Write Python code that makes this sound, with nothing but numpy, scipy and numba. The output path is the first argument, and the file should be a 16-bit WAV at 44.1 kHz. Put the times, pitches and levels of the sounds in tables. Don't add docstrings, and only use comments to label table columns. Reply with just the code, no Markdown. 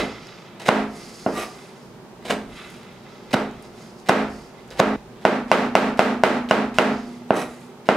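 import sys
import numpy as np
from scipy import signal
from scipy.fft import rfft, irfft, next_fast_len
from scipy.io import wavfile
from scipy.ndimage import map_coordinates
from numba import njit

SR = 44100
rng = np.random.default_rng(int(sys.argv[2]) if len(sys.argv) > 2 else 0)


def gain_from_decibels(decibels):
    exponent = np.asarray(decibels, float) / 20
    return 10 ** exponent


def to_wav(s):
    ch = np.atleast_2d(s).T
    pcm = np.round(np.clip(ch, -1, 1) * 32767)
    wavfile.write(sys.argv[1], SR, pcm.astype(np.int16))


N = 351036
LEAD = 8192
SCENE_CHANGE_S = 4.96187


def unit(x):
    return x / np.sqrt(np.mean(x ** 2) + 1e-20)


def along(points, hz):
    f, v = np.transpose(points)
    return np.interp(np.log(hz + 1), np.log(f + 1), v)


def filtered(x, response):
    m = next_fast_len(x.shape[-1] + LEAD)
    spectrum = rfft(x, m) * response(np.fft.rfftfreq(m, 1 / SR))
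    return irfft(spectrum, m)[..., :x.shape[-1]]


def resonances(modes):
    def response(f):
        return sum(gain_from_decibels(db) * 1j * f * w / (c * c - f * f + 1j * f * w) for c, w, db in modes)
    return response


def spread(pair, spectrum, alike):
    def mid_side_gain(hz):
        turn = np.arccos(np.clip(along(alike, hz), -1, 1)) / 2
        return gain_from_decibels(along(spectrum, hz)) * [np.cos(turn), np.sin(turn)]
    mid, side = filtered(pair, mid_side_gain)
    return np.array([mid + side, mid - side])


def rasp(spectrum, grain_db, grain_s):
    knots = rng.standard_normal(int(N / SR / .0005))
    lumps = map_coordinates(knots, [np.arange(N) / SR / max(grain_s, .0006)], order=1)
    noise = rng.standard_normal(N) * gain_from_decibels(grain_db * lumps)
    return unit(filtered(noise, lambda hz: gain_from_decibels(along(spectrum, hz))))


def strokes(rows, rise_db_per_s, change_db, fall_db_per_s):
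    t, power = np.arange(N) / SR, np.zeros(N)
    for start, hold, db in rows:
        span = slice(max(int((start - .6) * SR), 0), int((start + hold + 1) * SR))
        u = t[span] - start
        rise = rise_db_per_s * np.minimum(u, 0)
        drift = change_db * np.clip(u / hold, 0, 1)
        fall = fall_db_per_s * np.maximum(u - hold, 0)
        power[span] += gain_from_decibels(db + rise + drift - fall) ** 2
    return np.sqrt(power)


# frequency in Hz, t60 in s.
KITCHEN = [(150, 0.47), (400, 0.36), (1000, 0.44), (2700, 0.4), (5000, 0.38), (8000, 0.35), (14000, 0.3)]


def tail(alike):
    length = SR * 3 // 4
    hz, t, z = signal.stft(rng.standard_normal((2, length)), SR, nperseg=256)
    x = signal.istft(z * gain_from_decibels(-60 * t / along(KITCHEN, hz)[:, None]), SR, nperseg=256)[1]
    x = spread(x, [(1, 0)], alike)[:, :length]
    return x / np.linalg.norm(x[0])


# frequency in Hz, level in dB per Hz.
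HUM = [(53, -38), (90, -20), (110, -3.5), (245, -0.5), (292, -13), (355, -1), (526, -10.5), (613, -8.5),
       (684, -13.5), (814, -9.5), (1030, -14), (1910, -22.5), (5200, -29.5), (15100, -43.5), (16500, -64)]
# frequency in Hz, left-right likeness.
HUM_ALIKE = [(60, 0.96), (180, 0.93), (550, 0.9), (1650, 0.42), (4970, -0.093), (15000, 0.1)]


def humming():
    return gain_from_decibels(-44) * unit(spread(rng.standard_normal((2, N)), HUM, HUM_ALIKE))


# frequency in Hz, level in dB per Hz.
SHAKE = [(11, -20), (18, 15.5), (54, 3), (70, 2.5), (91, -17), (108, -9), (130, -10), (170, -35),
         (290, -120)]
# start in seconds, hold in seconds, level in dB.
SHUDDERS = [(0, .01, -39), (.82, .01, -42), (1.3, .1, -47), (1.9, .1, -61), (2.3, .01, -47),
            (2.46, 0.049, -43.5), (2.9, .02, -54), (3.34, .01, -52), (3.48, .02, -40.5), (4.26, .01, -38),
            (4.86, .01, -37), (5.48, 0.17, -46), (5.75, .1, -41), (6, 0.95, -46), (7.03, 0.0091, -55),
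            (7.43, .01, -55)]


def shaking():
    rest = gain_from_decibels(-65)
    level = rest + strokes(SHUDDERS, rise_db_per_s=106, change_db=0, fall_db_per_s=80)
    return level * gain_from_decibels(9) * unit(spread(rng.standard_normal((2, N)), SHAKE, HUM_ALIKE))


# frequency in Hz, level in dB per Hz.
HISS = [(2060, -46), (3500, -14), (4130, -2), (4650, 6.5), (5300, 3.5), (5840, 0), (6660, -2.5),
        (8000, -13), (10400, -44), (17600, -120)]
FINGERS = [(710, -35), (1200, 13), (1440, 9), (1560, 5.5), (2380, 5.5), (3410, 0), (4170, -1),
           (4770, -11.5), (6000, -34), (7800, -33), (13200, -120)]
FIZZ = [(3820, -28), (6500, -3.5), (7700, -5.5), (9990, -5.5), (11200, -10), (15100, -24), (16000, -29)]
# frequency in Hz, width in Hz, level in dB over the rub.
HELD_BLADE = [(2050, 70, 0), (2650, 80, -4), (3280, 70, 4), (3500, 60, 4), (3840, 60, 0), (4710, 70, 5)]
# start in seconds, hold in seconds, hiss in dB,
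# wet-skin fizz in dB over the hiss.
TIP = [(0, .01, -38, -5), (.1, 0.18, -53, -14), (.27, 0.19, -55.5, -16), (.97, 0.53, -49, -4.5),
       (1.52, 0.17, -56, -1.5), (1.77, 0.11, -61.5, -5), (2.56, 0.21, -56.5, -1), (2.8, 0.31, -63.5, -12),
       (3.12, 0.25, -59.5, -16), (3.65, .02, -56.5, -7), (3.8, .1, -55, -5.5), (3.998, 0.011, -59, -5),
       (4.32, 0.15, -55.5, -5), (4.6, .01, -65, -17), (6.95, 0.08, -53.5, -11.5), (7.07, 0.11, -59, -3.5),
       (7.51, 0.15, -64, 5.5)]
# start in seconds, hold in seconds, level in dB.
RUBS = [(0, 0.0073, -25), (.08, 0.24, -46.5), (.33, 0.25, -51), (.97, 0.43, -50.5), (1.34, .02, -57),
        (1.55, 0.15, -50.5), (1.77, .01, -57), (2.46, .01, -68), (2.57, 0.12, -43.5), (2.74, .24, -52),
        (3.05, 0.41, -55.5), (3.5, 0.16, -53.5), (3.8, 0.073, -53.5), (4.25, 0.26, -58),
        (4.604, .01, -54.5), (5.188, .005, -57), (6.95, .12, -53), (7.12, 0.099, -56), (7.51, 0.14, -56),
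        (7.7, .02, -63)]


def gliding():
    def glide(rows):
        return strokes(rows, rise_db_per_s=165, change_db=-4.5, fall_db_per_s=210)

    hiss_level = glide([row[:3] for row in TIP])
    fizz_level = glide([(s, hold, db + wet_db) for s, hold, db, wet_db in TIP])
    hiss = hiss_level * rasp(HISS, grain_db=-1.5, grain_s=0.014)
    fizz = fizz_level * rasp(FIZZ, grain_db=2.0, grain_s=0.0035)
    rub = rasp(FINGERS, grain_db=2.5, grain_s=0.0071)
    rub = unit(rub + 1.5 * filtered(rub, resonances(HELD_BLADE)))
    return hiss + glide(RUBS) * rub + fizz


# frequency in Hz, level in dB per Hz.
EDGE = [(180, -40), (300, -4.5), (713, -4), (1060, -17), (1190, -8), (1720, -18), (1870, -12),
        (10000, -30.5), (16000, -38)]
# frequency in Hz, width in Hz, level in dB over the rub.
BLADE = [(1185, 58, 0), (1400, 16, -9), (1897, 11, 8), (2520, 130, -7), (3830, 34, -4), (5350, 40, -4),
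         (5750, 40, -2), (6030, 50, 5), (7740, 58, 4), (8900, 59, 7), (10040, 90, 6), (10900, 60, -13),
         (10500, 85, 6), (11700, 50, 5), (13000, 66, -15)]
# start in seconds, hold in seconds, level in dB.
SCRAPE = [
    (1.375, 0.053, -35.5),
    (7.365, 0.055, -37),
]


def scraping():
    rub = rasp(EDGE, grain_db=2.2, grain_s=.0025)
    singing = unit(rub + 2.1 * filtered(rub, resonances(BLADE)))
    return strokes(SCRAPE, rise_db_per_s=311, change_db=-1, fall_db_per_s=330) * gain_from_decibels(6.0) * singing


# frequency in Hz, level in dB per Hz.
FLESH = [(120, -33), (200, -9.5), (777, -4.5), (1080, -13.5), (1710, -11), (1940, -10), (4430, -17),
         (6520, -23), (9060, -25.5), (16000, -41)]
# time in seconds, peak in dB, pitch in Hz.
SNAPS = [(.27, -29, 5030), (0.599, -34, 4000), (.617, -28, 4000), (.6585, -24, 2500), (.675, -27, 4500),
         (2.47, -59, 9000), (2.702, -33, 10500), (2.832, -27, 3550), (3.3105, -32, 2500),
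         (3.512, -37, 6940), (3.625, -36, 8900), (4, -33, 6000), (4.58, -42, 2500), (4.678, -42, 8000),
         (4.705, -26, 4970), (4.72, -43, 8000), (6.4886, -21, 2900)]
# start in seconds, length in seconds, level in dB.
SPLITS = [
    (.5975, 0.015, -36),
    (.615, 0.075, -39.5),
    (2.309, 0.015, -27.5),
    (3.3088, 0.021, -37),
    (4.709, 0.028, -40.5),
    (5.214, .04, -46.5),
    (5.482, .038, -42.5),
    (5.972, .028, -38),
    (6.4893, .022, -33),
    (7.856, 0.04, -44),
]
# start in seconds, length in seconds, level in dB.
CRUSHES = [(.656, 0.028, -32.5), (.681, .009, -25), (2.221, 0.047, -54), (2.25, 0.086, -38),
           (2.2985, 0.0063, -27), (3.33, 0.0038, -28), (3.335, 0.009, -25), (4.06, 0.019, -44),
           (4.087, 0.0078, -20.5), (4.677, 0.02, -62), (4.735, .042, -53), (4.771, 0.019, -39.5),
           (4.793, 0.0072, -22), (5.722, .025, -65), (6.213, 0.028, -57), (6.741, .038, -43.5)]


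def cutting():
    abrupt = 20000
    splits = strokes(SPLITS, abrupt, change_db=-5.5, fall_db_per_s=abrupt)
    crushes = strokes(CRUSHES, abrupt, change_db=6, fall_db_per_s=1800)
    out = (splits + crushes) * gain_from_decibels(-1.06) * rasp(FLESH, grain_db=3.5, grain_s=0.0014)
    t = np.arange(512) / SR
    for s, db, hz in SNAPS:
        crack = rng.standard_normal(len(t)) * gain_from_decibels(-60 * t / 0.0079)
        out[round(s * SR):][:len(t)] += gain_from_decibels(db + 2) * filtered(crack, resonances([(hz, 0.19 * hz, 0)]))
    return out


# frequency in Hz, width in Hz, level in dB.
BOARD = [(225, 150, -5), (680, 170, 0), (1010, 110, -5), (1420, 120, -2), (1980, 120, -7), (2750, 150, 2),
         (3350, 200, -13), (4900, 500, -22)]
# frequency in Hz, level in dB, t60 in seconds.
COUNTER = [(213.9, 10.5, 0.46), (265.3, 5.5, 0.48), (350, -15.5, 0.88), (417.7, 0.5, 0.52),
           (702, -16, 0.97)]
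# Hz, dB, t60 in seconds.
LONG_RING = (242, -6, 1.8)
# frequency in Hz, level in dB per Hz.
WALLS = [(53, -38), (90, -17), (192, -6.5), (310, -2.5), (647, -2), (1090, -10), (1190, -10), (1350, -7),
         (1470, -11), (2040, -13.5), (2710, -19), (11100, -44), (16000, -54)]
# frequency in Hz, left-right likeness.
ECHO_ALIKE = [(60, 0.99), (180, 0.99), (550, 0.95), (1650, 0.7), (4970, 0.37), (15000, 0.14)]
# time in seconds, peak in dB, contact in ms with the sign of
# the first swing, counter ring in dB, echo in dB.
BLOWS = [(-.04, 0, 0.26, -4.5, 0.5), (0.6893, 6.5, 0.062, 1, -7), (1.2631, -7, 0.18, 1, 2.5),
         (2.2985, -18.5, 0.26, -13, 13), (2.3086, -9.5, -0.026, 4, -12), (3.3414, -3.5, 0.087, 3, -2.5),
         (4.0944, 4.5, 0.067, 3.5, -2), (4.801, 4.5, 0.082, 4, -2.5), (5.2519, 3.5, 0.071, 0, -3),
         (5.5157, 5.5, 0.051, 1, -3), (5.753, 6.5, 0.05, 1.5, -4.5), (5.9927, 5, 0.058, 1.5, -4.5),
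         (6.2363, 6.5, 0.0535, -2, -4.5), (6.5108, 3, 0.066, 4, -3), (6.7855, 5.5, 0.034, 3, -4.5),
         (7.3064, 1, 0.13, -9, -1.5), (7.889, 3, 0.072, 5, -1.5)]
# time in seconds, peak in dB, signed contact in ms.
TOUCHES = [
    (0.6862, -4, -0.071),
    (1.266, -18, 0.12),
    (3.3352, -10.5, -0.21),
    (3.344, -9.5, 0.92),
    (4.0906, -10, -0.087),
    (4.796, -8, -0.14),
    (4.7979, -7, -0.105),
]


def ringing(t, hz, db, t60):
    return gain_from_decibels(db - 60 * t / t60) * np.sin(2 * np.pi * hz * t)


def blows():
    t = np.arange(SR * 3 // 4) / SR
    out = np.zeros((2, N + LEAD + SR))
    counter = sum(ringing(t, *mode) for mode in COUNTER) * (1 - np.exp(-t / 0.072))
    loose = ringing(t, *LONG_RING) * (1 - np.exp(-t / .05))
    room = tail(ECHO_ALIKE)
    first_wall = np.clip((t - .003) / .003, 0, 1)
    touch_ring_db, touch_echo_db = -20, -19
    touches = [(*row, touch_ring_db, touch_echo_db) for row in TOUCHES]
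    for s, db, ms, ring_db, echo_db in sorted(BLOWS + touches):
        push_s = 1.3 * abs(ms) / 1000
        u = np.maximum(t[:2048] - s * SR % 1 / SR, 0) / push_s
        detuned = [(c * rng.normal(1, .025), w, level + rng.normal(0, 1.8)) for c, w, level in BOARD]
        knock = filtered(u * u * np.exp(-u), resonances(detuned))
        knock = np.sign(ms) * gain_from_decibels(db + 2.0) * knock / knock.max()

        tilt = np.clip(80 * (0.065 - abs(ms)), -9, .5)
        colour = lambda hz: gain_from_decibels(along(WALLS, hz) + tilt * np.log2(1 + hz / 700))
        echo = gain_from_decibels(24.5) * filtered(room + .5 * tail(ECHO_ALIKE), colour) * first_wall

        ring = counter + (s > SCENE_CHANGE_S) * loose
        sound = gain_from_decibels(db + echo_db + 13.5) * echo + gain_from_decibels(db + ring_db - 23.5) * ring
        sound[:, :len(knock)] += knock
        if s < SCENE_CHANGE_S:
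            sound[:, int((SCENE_CHANGE_S - s) * SR):] = 0
        out[:, LEAD + int(s * SR // 1):][:, :len(t)] += sound
    return filtered(out[:, LEAD:LEAD + N], lambda hz: (1j * hz / (1j * hz + 75)) ** 3)


# frequency in Hz, left-right likeness.
RUB_ALIKE = [(60, 0.75), (180, 0.97), (550, 0.99), (1650, 0.83), (4970, 0.71), (15000, 0.12)]


def scene():
    near = cutting() + scraping() + gliding()
    scattered = signal.fftconvolve(near, rng.standard_normal(128) / np.sqrt(128))[:N]
    direct = spread(np.array([near, scattered]), [(1, 0)], RUB_ALIKE)
    echo = gain_from_decibels(-6) * signal.fftconvolve(near[None], tail(RUB_ALIKE), axes=1)[:, :N]
    sound = blows() + direct + echo + humming() + shaking()
    microphone_hiss = gain_from_decibels(-74) * rng.standard_normal((2, N))
    return sound * gain_from_decibels([[-.7], [.7]]) + microphone_hiss


@njit
def follow(level, attack, release):
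    out, e = np.empty_like(level), 1e-6
    for i in range(len(level)):
        e = e + attack * (level[i] - e) if level[i] > e else e * release
        out[i] = e
    return out


def gain_controlled(dry):
    parts = np.split(np.abs(dry).max(axis=0), [int(SCENE_CHANGE_S * SR)])
    attack, release = 1 / (0.0029 * SR), float(gain_from_decibels(-130 / SR))
    level = np.concatenate([follow(p, attack, release) for p in parts])
    level = np.pad(level, (48, 0), 'edge')[:N]
    return dry * np.maximum(level / gain_from_decibels(-15), 1) ** -.9


def top_cut(x):
    return signal.sosfilt(signal.butter(12, 16890, fs=SR, output="sos"), x)


def record(dry):
    x = gain_controlled(dry)
    x = filtered(x, lambda hz: 1 / np.sqrt(1 + (hz / 15900) ** 60))
    x = 1.01 * x / (1 + np.abs(x) ** 6) ** (1 / 6)
    cut = 95
    x = filtered(1.14 * x, lambda hz: -hz * hz / (cut ** 2 - hz * hz + 1.41j * hz * cut))
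    return top_cut(x.clip(-1, 1))


dry = scene()
out = record(dry)
to_wav(out)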